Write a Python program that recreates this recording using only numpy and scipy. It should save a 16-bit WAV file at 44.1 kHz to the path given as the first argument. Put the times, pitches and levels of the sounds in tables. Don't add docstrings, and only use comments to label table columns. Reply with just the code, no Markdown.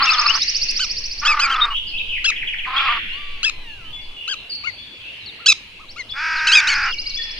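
import sys
import numpy as np
from scipy import signal
from scipy.fft import rfft, irfft
from scipy.io import wavfile
from scipy.ndimage import uniform_filter1d

SR = 44100
rng = np.random.default_rng(int(sys.argv[2]) if len(sys.argv) > 2 else 0)


def generate_wav(sig):
    pcm = np.round(np.clip(np.atleast_2d(sig).T, -1, 1) * 32767).astype(np.int16)
    wavfile.write(sys.argv[1], SR, pcm)


N = 325899
TIME = np.arange(N) / SR


def amp(db):
    return 10 ** (np.asarray(db) / 20)


def unit(x):
    return x / np.sqrt(np.mean(abs(x) ** 2) + 1e-20)


def read(points, hz):
    f, value = np.transpose(points)
    return np.interp(np.log(hz + 1), np.log(f + 1), value)


def follow(rows, t):
    s, *columns = np.transpose(rows)
    return [np.interp(t, s, c) for c in columns]


def add(mix, s, sound):
    part = mix[:, max(round(s * SR), 0):][:, :sound.shape[1]]
    part += sound[:, :part.shape[1]]


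def wander(t, rate_hz):
    hz = np.fft.rfftfreq(SR, 1 / SR)
    smooth = irfft(rfft(rng.standard_normal(SR)) * np.exp(-(hz / rate_hz) ** 2))
    return np.resize(unit(smooth), len(t))


def arch(length, start, middle, end):
    t = np.arange(int(length * SR)) / SR
    parabola = np.polyfit([0, .5, 1], [start, middle, end], 2)
    return t, np.polyval(parabola, t / length)


def swell(t, rise, fall):
    onset = np.sin(np.pi / 2 * np.clip(t / rise, 0, 1)) ** 2
    ending = np.sin(np.pi / 2 * np.clip((t[-1] - t) / fall, 0, 1)) ** 2
    return onset * ending


def voice(hz, partials, pan_db, lead_ms):
    side = np.array([[.5], [-.5]])
    lead = lead_ms / 1000
    turn = np.exp(2j * np.pi * (np.cumsum(hz) / SR + side * lead * hz))
    wave, overtone = 0, 1
    for k, gain in enumerate(partials, 1):
        overtone = overtone * turn * np.exp(1j * k)
        wave = wave + (gain * overtone).real * (k * hz < SR / 2)
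    return np.sqrt(2) * amp(side * pan_db) * wave


# (f/Hz, coherence from 0 to 1)
LIKENESS = [(100, 1), (450, 0.91), (1000, 0.64), (1900, 0.0022), (4000, 0), (8000, 0.28)]


def wash(spectrum, patchy_db):
    hz = np.fft.rfftfreq(1024, 1 / SR)
    a, b, c, d, patches = rng.standard_normal((5, len(hz), N // 256 + 5))
    patches = uniform_filter1d(patches, size=14, axis=1)
    patches = unit(uniform_filter1d(patches, size=7, axis=0))
    same = np.clip(read(LIKENESS, hz), -1, 1)[:, None]
    left = a + 1j * b
    right = same * left + np.sqrt(1 - same ** 2) * (c + 1j * d)
    z = np.array([left, right])
    z *= amp(read(spectrum, hz)[:, None] + patchy_db * patches)
    return unit(signal.istft(z, nperseg=1024, noverlap=768)[1][:, :N])


# (f/Hz, relative level per Hz/dB)
AIR = [(35, -30), (60, 14.5), (108, -11), (173, -8.5), (425, -9.5), (692, -16), (940, -14), (1500, -17.5),
       (1700, -14), (1960, -22), (2170, -9.5), (2830, -3.5), (3680, -11.5), (6010, -26.5), (7830, -34.5),
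       (10200, -34), (17200, -120)]


def still_air():
    return amp(-43.5) * wash(AIR, patchy_db=3.0)


# (f/Hz, relative level per Hz/dB)
CHORUS = [(1200, -25), (1900, -2.5), (2600, 7), (3300, -3), (4300, -5), (6000, -53), (9000, -50.5)]
# (t/s, level/dB)
CHORUS_LEVEL = [(0, -20), (.78, -30), (1.4, -43), (2.53, -57), (2.78, -21), (3.09, -39), (3.52, -36),
                (3.8, -50.5), (4.45, -45), (5.45, -36.5), (6.24, -58), (6.68, -29), (6.96, -44.5),
                (7.39, -31)]


def far_chorus(trim_db=-3):
    return amp(follow(CHORUS_LEVEL, TIME)[0] + trim_db) * wash(CHORUS, patchy_db=2.5)


# (f/Hz, relative level per Hz/dB)
LOW_AIR = [(15, -15.5), (40, -7.5), (60, -3.5), (90, -16), (200, -37.5)]


def low_hum():
    return amp(-58) * wash(LOW_AIR, patchy_db=2.0)


# (f/Hz, relative level per Hz/dB)
RUMBLE = [(3, -5), (10, 6.5), (18, -5.5), (30, -16), (60, -20.5), (120, -42), (300, -65)]
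# (t/s, level/dB)
RUMBLE_LEVEL = [(0, -39), (.85, -32.5), (1.45, -29.5), (2.3, -34), (3.3, -34), (3.75, -35), (4.12, -35.5),
                (4.24, -59), (5.6, -69), (5.86, -43.5), (6.02, -56), (6.2, -39), (7, -31.5), (7.39, -35.5)]


def buffeting():
    colour = amp(read(RUMBLE, np.fft.rfftfreq(N, 1 / SR)))
    rumble = unit(irfft(rfft(rng.standard_normal(N)) * colour, N))
    return amp(follow(RUMBLE_LEVEL, TIME)[0]) * rumble


def caw(rows, throat, rest_hz, rough, jitter, flutter_hz, flutter, lumpy, level_db, lead_ms):
    t = np.arange(rows[0][0], rows[-1][0], 1 / SR)
    pitch_hz, effort_db, resonance_hz = follow(rows, t)
    rattle_hz = flutter_hz * (1 + lumpy * wander(t, 30))
    rattle = signal.sawtooth(2 * np.pi * np.cumsum(rattle_hz) / SR, .8)
    depth = np.linspace(*flutter, len(t))
    hz = pitch_hz * (1 + depth * rattle + jitter * wander(t, 300))
    mouth = np.sqrt(resonance_hz / rest_hz)
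    partials = []
    for k in range(1, 32):
        scatter = rough * k / 4 * (wander(t, 130) + 1j * wander(t, 130))
        partials.append(amp(read(throat, k * hz / mouth)) * unit(1 + scatter))
    throb = 1 + lumpy * (rattle + .6 * wander(t, 60))
    tone = unit(voice(hz, partials, 0, lead_ms) * throb)
    return t[0], amp(effort_db + level_db) * swell(t - t[0], 0.0023, 0.023) * tone


# (t/s, pitch f/Hz, effort before the call's trim/dB, main throat resonance f/Hz)
CAWS = [
    [(0, 279.7, -15.5, 1170), (.09, 260.4, -21.5, 1317), (.16, 245.7, -22, 1200), (.23, 233.3, -23.5, 1200),
     (.365, 220.3, -25.5, 1240), (.4, 217, -35, 1220)],
    [(1.215, 291, -33.5, 1340), (1.25, 293.6, -19, 1426), (1.34, 302.2, -22, 1200),
     (1.43, 276, -19.5, 1380), (1.51, 269.3, -22, 1395), (1.62, 239.3, -22.5, 1310),
     (1.72, 219, -30.5, 1140), (1.76, 211, -36.5, 1150)],
    [(2.655, 242.4, -35, 1170), (2.685, 250.4, -29.5, 970), (2.76, 267.5, -21.5, 1156),
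     (2.835, 278, -22, 1305), (2.9, 241, -23, 1080), (2.95, 234.7, -26.5, 1090), (3, 222, -33, 1220)],
    [(6.135, 260, -45, 1310), (6.169, 273, -29, 1360), (6.22, 318.4, -23.5, 1440),
     (6.3, 321.6, -22.5, 1460), (6.42, 313.3, -22, 1480), (6.52, 314.6, -21.5, 1560),
     (6.7, 292.5, -22, 1610), (6.88, 265.6, -22, 1345), (6.93, 248, -34, 1330)],
]
# (f/Hz, level/dB)
HOARSE_THROAT = [(250, -36.5), (550, -30), (800, -13.5), (1050, -4.5), (1220, 9), (1500, -5.5), (1900, -8),
                 (2500, -8.5), (3400, -22.5), (5000, -21), (7000, -61.5), (10000, -75)]
# (f/Hz, level/dB)
BRIGHT_THROAT = [(300, -38), (650, -35.5), (930, -11), (1250, -8), (1550, 6), (1900, -2), (2200, -5),
                 (2600, -0.5), (3500, -24), (4300, -22), (5200, -10.5), (6500, -26.5), (9000, -48.5)]


def crow():
    out = np.zeros((2, N))
    hoarse = dict(rough=.32, jitter=.018, flutter_hz=31, flutter=(.06, .04), lumpy=.3)
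    even = dict(rough=.18, jitter=.01, flutter_hz=54, flutter=(.042, .08), lumpy=.05)
    for rows in CAWS[:-1]:
        add(out, *caw(rows, HOARSE_THROAT, rest_hz=1238, level_db=1.5, lead_ms=0.0067, **hoarse))
    add(out, *caw(CAWS[-1], BRIGHT_THROAT, rest_hz=1626, level_db=2, lead_ms=0.0018, **even))
    return out


def thicket(x, t60=0.27):
    t = np.arange(SR // 3) / SR
    spray = rng.standard_normal((2, len(t))) * amp(-60 * t / t60)
    spray *= t > .003
    return signal.fftconvolve(x, spray / np.linalg.norm(spray[0]), axes=1)[:, :N]


# (f/Hz, time to die by 60 dB/s)
WOOD = [(500, 0.89), (1300, 1.1), (2700, 1.57), (4200, 1.5), (6000, 0.98), (10000, 0.2)]


def trees(x, build_s=0.0013):
    hz, t, z = signal.stft(rng.standard_normal((2, 2 * SR)), SR, nperseg=256)
    t60 = read(WOOD, hz)[:, None]
    z = z * amp(-60 * t / t60) * (1 - np.exp(-t / build_s))
    tail = signal.istft(z, SR, nperseg=256)[1]
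    return signal.fftconvolve(x.mean(0)[None], tail / np.linalg.norm(tail[0]), axes=1)[:, :N]


def chirp(length, pitches, db, pan_db, lead_ms, jitter=0.0081, rise=0.007, fall=0.014, overtone_db=-54):
    t, hz = arch(length, *pitches)
    tone = voice(hz * (1 + jitter * wander(t, 500)), [1, amp(overtone_db)], pan_db, lead_ms)
    return amp(db) * unit(swell(t, rise, fall) * (1 + 0.23 * wander(t, 160))) * tone


# (first t/s, last t/s, syllables, pitch scale,
# first level/dB, last level/dB, first left-right/dB, last left-right/dB, left lead/ms, kind of syllable)
TRILLS = [(0.019, .258, 4, 0.99, -17, -16, 3.5, 0, 0.033, "hook"),
          (0.335, 0.542, 4, 1, -19.5, -19.5, -3, -3, -0.011, "sweep"),
          (0.611, 1.246, 10, 0.99, -19.5, -30, -3, -2.5, -0.019, "sweep"),
          (6.741, 6.902, 3, 1, -28, -31, 0, .3, -0.028, "hook"),
          (6.981, 7.137, 3, 0.96, -25.5, -25.5, 1, 1, -0.044, "hook"),
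          (7.213, 7.365, 3, 0.93, -30, -36, 1, -.5, -0.031, "sweep")]
SYLLABLES = {"hook": [(0, .036, 3860, 5100, 5250, 0), (.033, 0.025, 6760, 5450, 3900, -9.5)],
             "sweep": [(0.00098, .038, 4100, 5230, 6530, 0.5)]}


def trills(trim_db=-1.0):
    out = np.zeros((2, N))
    for first, last, count, scale, first_db, last_db, first_pan, last_pan, lead_ms, kind in TRILLS:
        for u in np.linspace(0, 1, round(count)):
            start = first + u * (last - first)
            db = trim_db + first_db + u * (last_db - first_db)
            pan_db = first_pan + u * (last_pan - first_pan)
            for delay, length, *pitches, stroke_db in SYLLABLES[kind]:
                stroke = chirp(length, scale * np.array(pitches), db + stroke_db, pan_db, lead_ms)
                add(out, start + delay, stroke)
    return out


# (f/Hz, level/dB)
YELP_THROAT = [(3000, -11.5), (4000, -4.5), (5200, -10.5), (6600, -13.5), (8000, -29), (10000, -36.5),
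               (13000, -75), (16000, -65)]
YELP_SCOOP, YELP_SAG_PER_S, YELP_CLOSE = .25, 2.725, .29
ROOT_DB, ROOT_PER_DB = -21.5, -0.52


def yelp(rise_s, hold_s, close_s, top_hz, drop, db, held_db, odd_db, treble_db, pan_db, lead_ms,
         jitter=0.011, shimmer=0.25, rise=0.0021, fall=0.0055, rasp_db=-29, creak=0.57, creak_decay=0.012,
         open_odd_db=4, held_root_db=-28, close_db=-5, catch=0.44, catch_s=0.0024, tire_db=-5):
    t = np.arange(int((rise_s + hold_s + close_s) * SR)) / SR
    since = t - rise_s
    breaks = hold_s > .005
    closing = (close_s > .005) * np.clip((since - hold_s) / max(close_s, .005), 0, 1)
    holding = np.clip(since / (hold_s + 1e-9), 0, 1)
    held = breaks * (since > 0) * (closing == 0)
    bend = (1 - YELP_SCOOP * np.minimum(since / rise_s, 0) ** 2) * (1 - YELP_CLOSE * closing ** 2)
    bend *= 1 - YELP_SAG_PER_S * hold_s * held * holding ** 2.43
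    register = np.where(breaks * (since > 0), drop, 1)
    hz = top_hz * bend * register * (1 + jitter * wander(t, 460))
    held = uniform_filter1d(held * 1., size=60)
    odd = open_odd_db + held * (odd_db - open_odd_db)
    root = amp((ROOT_DB + ROOT_PER_DB * db) * (1 - held) + held_root_db * held)
    upper = [amp(read(YELP_THROAT, k * hz) + treble_db + odd * (k % 2)) for k in np.arange(3, 12)]
    tone = voice(hz, [root, 1] + upper, pan_db, lead_ms)
    tripled = (odd_db < -6) * held * np.cos(2 * np.pi * np.cumsum(hz * 2 / 3) / SR)
    creaking = creak * np.exp(-abs(since) / creak_decay) * tripled
    tone *= 1 + shimmer * wander(t, 110) + amp(rasp_db) * wander(t, 2500) + creaking
    weakening_db = 20 * np.log(bend) + breaks * close_db * np.sqrt(closing)
    pressure = amp(weakening_db + tire_db * held * holding ** 4)
    for change in (0, hold_s):
        pressure *= 1 - breaks * catch * np.exp(-((since - change) / catch_s) ** 2)
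    return amp(db + held_db * held) * unit(pressure * swell(t, rise, fall)) * tone


# (t/s, rise t/s, hold t/s, close t/s, top f/Hz, held pitch as a share of the top, level/dB,
# held part relative level/dB, its odd harmonics relative level/dB, treble/dB, left-right/dB, left lead/ms)
YELPS = [(0.052, 0.017, 0.038, 0.029, 1800, 0.76, -25.5, 9, -10, -10, 4, -0.024),
         (.792, 0.02, 0.0066, 0.036, 1552, 1, -26, 0, 7, 0.5, -1.5, 0.044),
         (1.25, 0.028, 0.058, 0.0044, 1715, 0.76, -19.5, 3, -13, -2.5, 0, 0.047),
         (1.393, 0.026, 0.047, 0.0033, 1590, .79, -25.5, 6.5, -26, 3, -1, 0.056),
         (1.495, 0.025, 0.0017, 0.033, 1602, 1, -24.5, 17, -1, -10.5, 0.5, 0.027),
         (2.242, 0.022, 0.034, 0.012, 1681, .81, -19, 2, -3.5, -3, 4.5, -0.067),
         (3.43, .023, 0.043, 0.007, 1654, 0.81, -18, -2.5, -10, -1.5, 5.5, -0.077),
         (4.277, 0.03, 0.00064, 0.04, 1643, 1, -25.5, -4, -5, -4, 6.5, 0.074),
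         (4.637, 0.032, .034, 0.0045, 1437, 0.76, -31.5, 6, -16, -15, 10, 0.2),
         (5.389, 0.031, 0, 0.05, 1406, 1, -60, -3, 0, -13, 4, 0.018),
         (5.459, .021, .039, .013, 1720, .772, -16, 1.5, -1, 5, -1, .031),
         (5.792, 0.029, 0, 0.033, 1310, 1, -52.5, 0, 0, -6, 3.5, 0.0017),
         (5.958, 0.024, 0.043, 0.0047, 1411, .775, -42.5, 11, -16, -5, 5.5, 0.04),
         (6.468, 0.017, 0.038, 0.0042, 1578, 0.84, -17.5, 0.5, -4.5, 0.5, -1, 0.016),
         (6.515, 0.038, 0.049, 0.0063, 1680, 0.75, -12.5, 1, -6, -0.5, 0, .007),
         (6.671, 0.027, 0.04, 0.0072, 1518, 0.75, -21, -2, -11, 2.5, 0, .006)]


def yelps(trim_db=1):
    out = np.zeros((2, N))
    for s, *shape in YELPS:
        add(out, s, amp(trim_db) * yelp(*shape))
    return out


# (t/s, length t/s, start f/Hz, end f/Hz, level/dB, left-right/dB)
CHIRPS = [(0.129, .033, 3920, 2840, -22.5, 5.5), (.282, 0.041, 2580, 3130, -15.5, 7.5),
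          (0.414, .032, 3470, 4300, -23.5, 5), (1.557, 0.018, 3450, 3460, -27, 1),
          (1.6, 0.018, 2900, 3750, -29.5, 8), (1.608, 0.051, 3684, 3680, -14, 1),
          (5.256, 0.056, 4680, 3380, -35, 5), (5.881, 0.05, 3420, 6050, -40, 2),
          (6.087, .04, 3360, 5800, -39, 1), (6.117, 0.021, 3250, 3760, -30, -1),
          (6.356, 0.057, 4680, 3340, -35, 5), (6.746, 0.028, 4900, 4030, -29, -1),
          (6.92, 0.035, 3646, 2120, -29.5, 4), (7.093, 0.035, 4530, 3800, -31.5, 4)]


def chirps(bow=1.005, trim_db=-1):
    out = np.zeros((2, N))
    for s, length, start, end, db, pan_db in CHIRPS:
        pitches = (start, bow * (start + end) / 2, end)
        add(out, s, chirp(length, pitches, db + trim_db, pan_db, lead_ms=0.01))
    return out


# (t/s, level/dB, centre f/Hz)
TICKS = [(.298, -40, 8000), (.712, -28, 7600), (1.655, -33.5, 5200)]


def ticks(decay_s=0.0013):
    out, t = np.zeros((2, N)), np.arange(SR // 100) / SR
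    for s, db, hz in TICKS:
        add(out, s, amp(db) * np.exp(-t / decay_s) * wander(t, 3100) * voice(hz + 0 * t, [1], 0, 0))
    return out


def whistle(length, pitches, db, warble, pan_db, warble_hz=75, lead_ms=0.06, rise=0.0067, fall=0.0082,
            second_db=-34, third_db=-42):
    t, hz = arch(length, *pitches)
    shake = np.sin(2 * np.pi * warble_hz * t) + 0.498 * wander(t, 354)
    shake *= np.sqrt(2 * t / length)
    tone = voice(hz * (1 + warble * shake), [1, amp(second_db), amp(third_db)], pan_db, lead_ms)
    return amp(db) * unit(swell(t, rise, fall) * (1 + 0.037 * wander(t, 55))) * tone


# (t/s, length t/s, start f/Hz, end f/Hz, level/dB, warble scale as a share of the pitch)
SONG = [(1.702, 0.035, 2880, 2990, -24, 0.022), (1.742, 0.044, 3130, 3200, -21.5, 0.099),
        (1.865, 0.086, 3100, 2875, -35, 0.069), (1.866, 0.045, 4850, 4570, -37, 0.081),
        (1.934, 0.0438, 2500, 2936, -26, 0.017), (1.972, 0.022, 3200, 3364, -25.5, 0.11),
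        (1.991, .032, 2600, 2860, -24.5, 0.068), (2.088, 0.061, 3250, 2610, -24, 0.068),
        (2.131, 0.064, 2800, 2087, -26.5, 0.084), (2.76, 0.03, 3150, 3690, -19, .003),
        (2.78, 0.035, 2540, 2803, -21.5, .09), (2.855, 0.089, 2750, 2404, -21.5, 0.19),
        (3.096, 0.05, 2850, 2903, -30.5, 0.029), (3.669, 0.081, 2850, 2830, -37, 0.027),
        (3.843, 0.061, 3030, 3140, -38.5, 0.013), (3.97, 0.055, 2125, 2340, -46, .019),
        (4.01, 0.051, 4770, 4520, -46.5, 0.05), (4.162, 0.16, 2890, 2870, -33, 0.05),
        (4.494, 0.065, 4750, 4393, -26.5, 0.034), (5.048, 0.067, 2750, 2834, -34.5, 0.034),
        (6.863, 0.062, 3000, 2768, -27.5, 0.0051), (6.943, 0.039, 2320, 2347, -33, 0.0043),
        (7.051, 0.039, 2250, 2350, -36, .004), (7.185, 0.027, 1940, 1804, -32.5, 0.003)]


def song(bow=0.98):
    out = np.zeros((2, N))
    for s, length, start, end, db, warble in SONG:
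        pitches = (start, bow * (start + end) / 2, end)
        add(out, s, whistle(length, pitches, db, warble, pan_db=-.3))
    return out


# (length t/s, start f/Hz, middle f/Hz, end f/Hz)
RUN_STROKES = [(.024, 2670, 2250, 1270), (.027, 3600, 2870, 2250)]
RUN_START_S, RUN_STEP_S = 2.303, .0555
RUN_DB, RUN_GROWTH_DB_PER_S = -28, 10


def falls(count=7, uneven_db=1.4):
    out = np.zeros((2, N))
    for k in range(count):
        length, *pitches = RUN_STROKES[k % 2]
        elapsed = k * RUN_STEP_S
        db = RUN_DB + RUN_GROWTH_DB_PER_S * elapsed + uneven_db * rng.standard_normal()
        add(out, RUN_START_S + elapsed, whistle(length, pitches, db, warble=0.016, pan_db=-0.5))
    return out


# (t/s, pitch f/Hz, level/dB)
MEW = [(3.11, 1000, -47), (3.189, 1177, -41), (3.35, 1150, -46), (3.501, 1045, -52), (3.631, 999, -48),
       (3.7, 880, -44.5), (3.779, 784, -51), (3.821, 670, -46.5), (3.97, 594, -59)]
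# (f/Hz, level/dB)
MEW_THROAT = [(600, -17), (900, -13), (1200, -3), (2000, -4), (3000, 0), (3700, -4), (4200, 5),
              (4700, -13.5), (5300, -35), (7000, -40)]


def mew():
    out, t = np.zeros((2, N)), np.arange(MEW[0][0], MEW[-1][0], 1 / SR)
    hz, db = follow(MEW, t)
    hz = hz * (1 + 0.007 * wander(t, 84))
    softness = hz / hz.max()
    partials = [amp(read(MEW_THROAT, k * hz)) * softness ** max(k - 2, 0) for k in range(1, 7)]
    add(out, t[0], amp(db) * swell(t - t[0], 0.025, 0.016) * voice(hz, partials, 0, 0))
    return out


# (t/s, length t/s, level/dB)
PIPS = [(3.926, 0.068, -32), (4.778, 0.046, -38), (4.906, 0.048, -42.5), (6.091, 0.041, -32),
        (7.164, 0.047, -26), (7.211, 0.025, -25)]
PIP_HZ = 3427


def pips():
    out = np.zeros((2, N))
    for s, length, db in PIPS:
        add(out, s, whistle(length, (PIP_HZ, PIP_HZ, PIP_HZ), db, warble=.003, pan_db=3))
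    return out


def twitter(count=6, span_s=(4.1, 5.4), range_hz=(3200, 4900)):
    out = np.zeros((2, N))
    for when, height in rng.random((count, 2)):
        s = np.interp(when, [0, 1], span_s)
        hz = np.interp(height, [0, 1], range_hz)
        add(out, s, whistle(.055, (hz, .94 * hz, .9 * hz), db=-43, warble=.04, pan_db=-1))
    return out


def scene():
    yelping, caws, falling = yelps(), crow(), falls()
    chirping = trills() + chirps()
    singing = song() + pips() + twitter()
    highpass = signal.ellip(6, .5, 50, 4200, "high", fs=SR, output="sos")
    high_sweeps = signal.sosfilt(highpass, chirping)
    blur = thicket(amp(-3.5) * singing + amp(-0.5) * falling + amp(-43.5) * caws + amp(-19.5) * yelping)
    echo = trees(amp(-40.5) * yelping + amp(-7.5) * high_sweeps + amp(-5.0) * singing
                 + amp(-5.5) * falling + amp(-36) * caws)
    near = yelping + chirping + caws + ticks()
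    deeper = amp(-3.0) * singing + amp(-1.5) * falling + mew()
    background = still_air() + far_chorus() + low_hum() + buffeting()
    return near + deeper + blur + echo + background


def record(dry, edge_hz=13500):
    lowpass = signal.firwin(511, edge_hz, window=("kaiser", 9), fs=SR)
    return signal.oaconvolve(np.clip(dry, -1, 1), lowpass[None], "same")


dry = scene()
out = record(dry)
generate_wav(out)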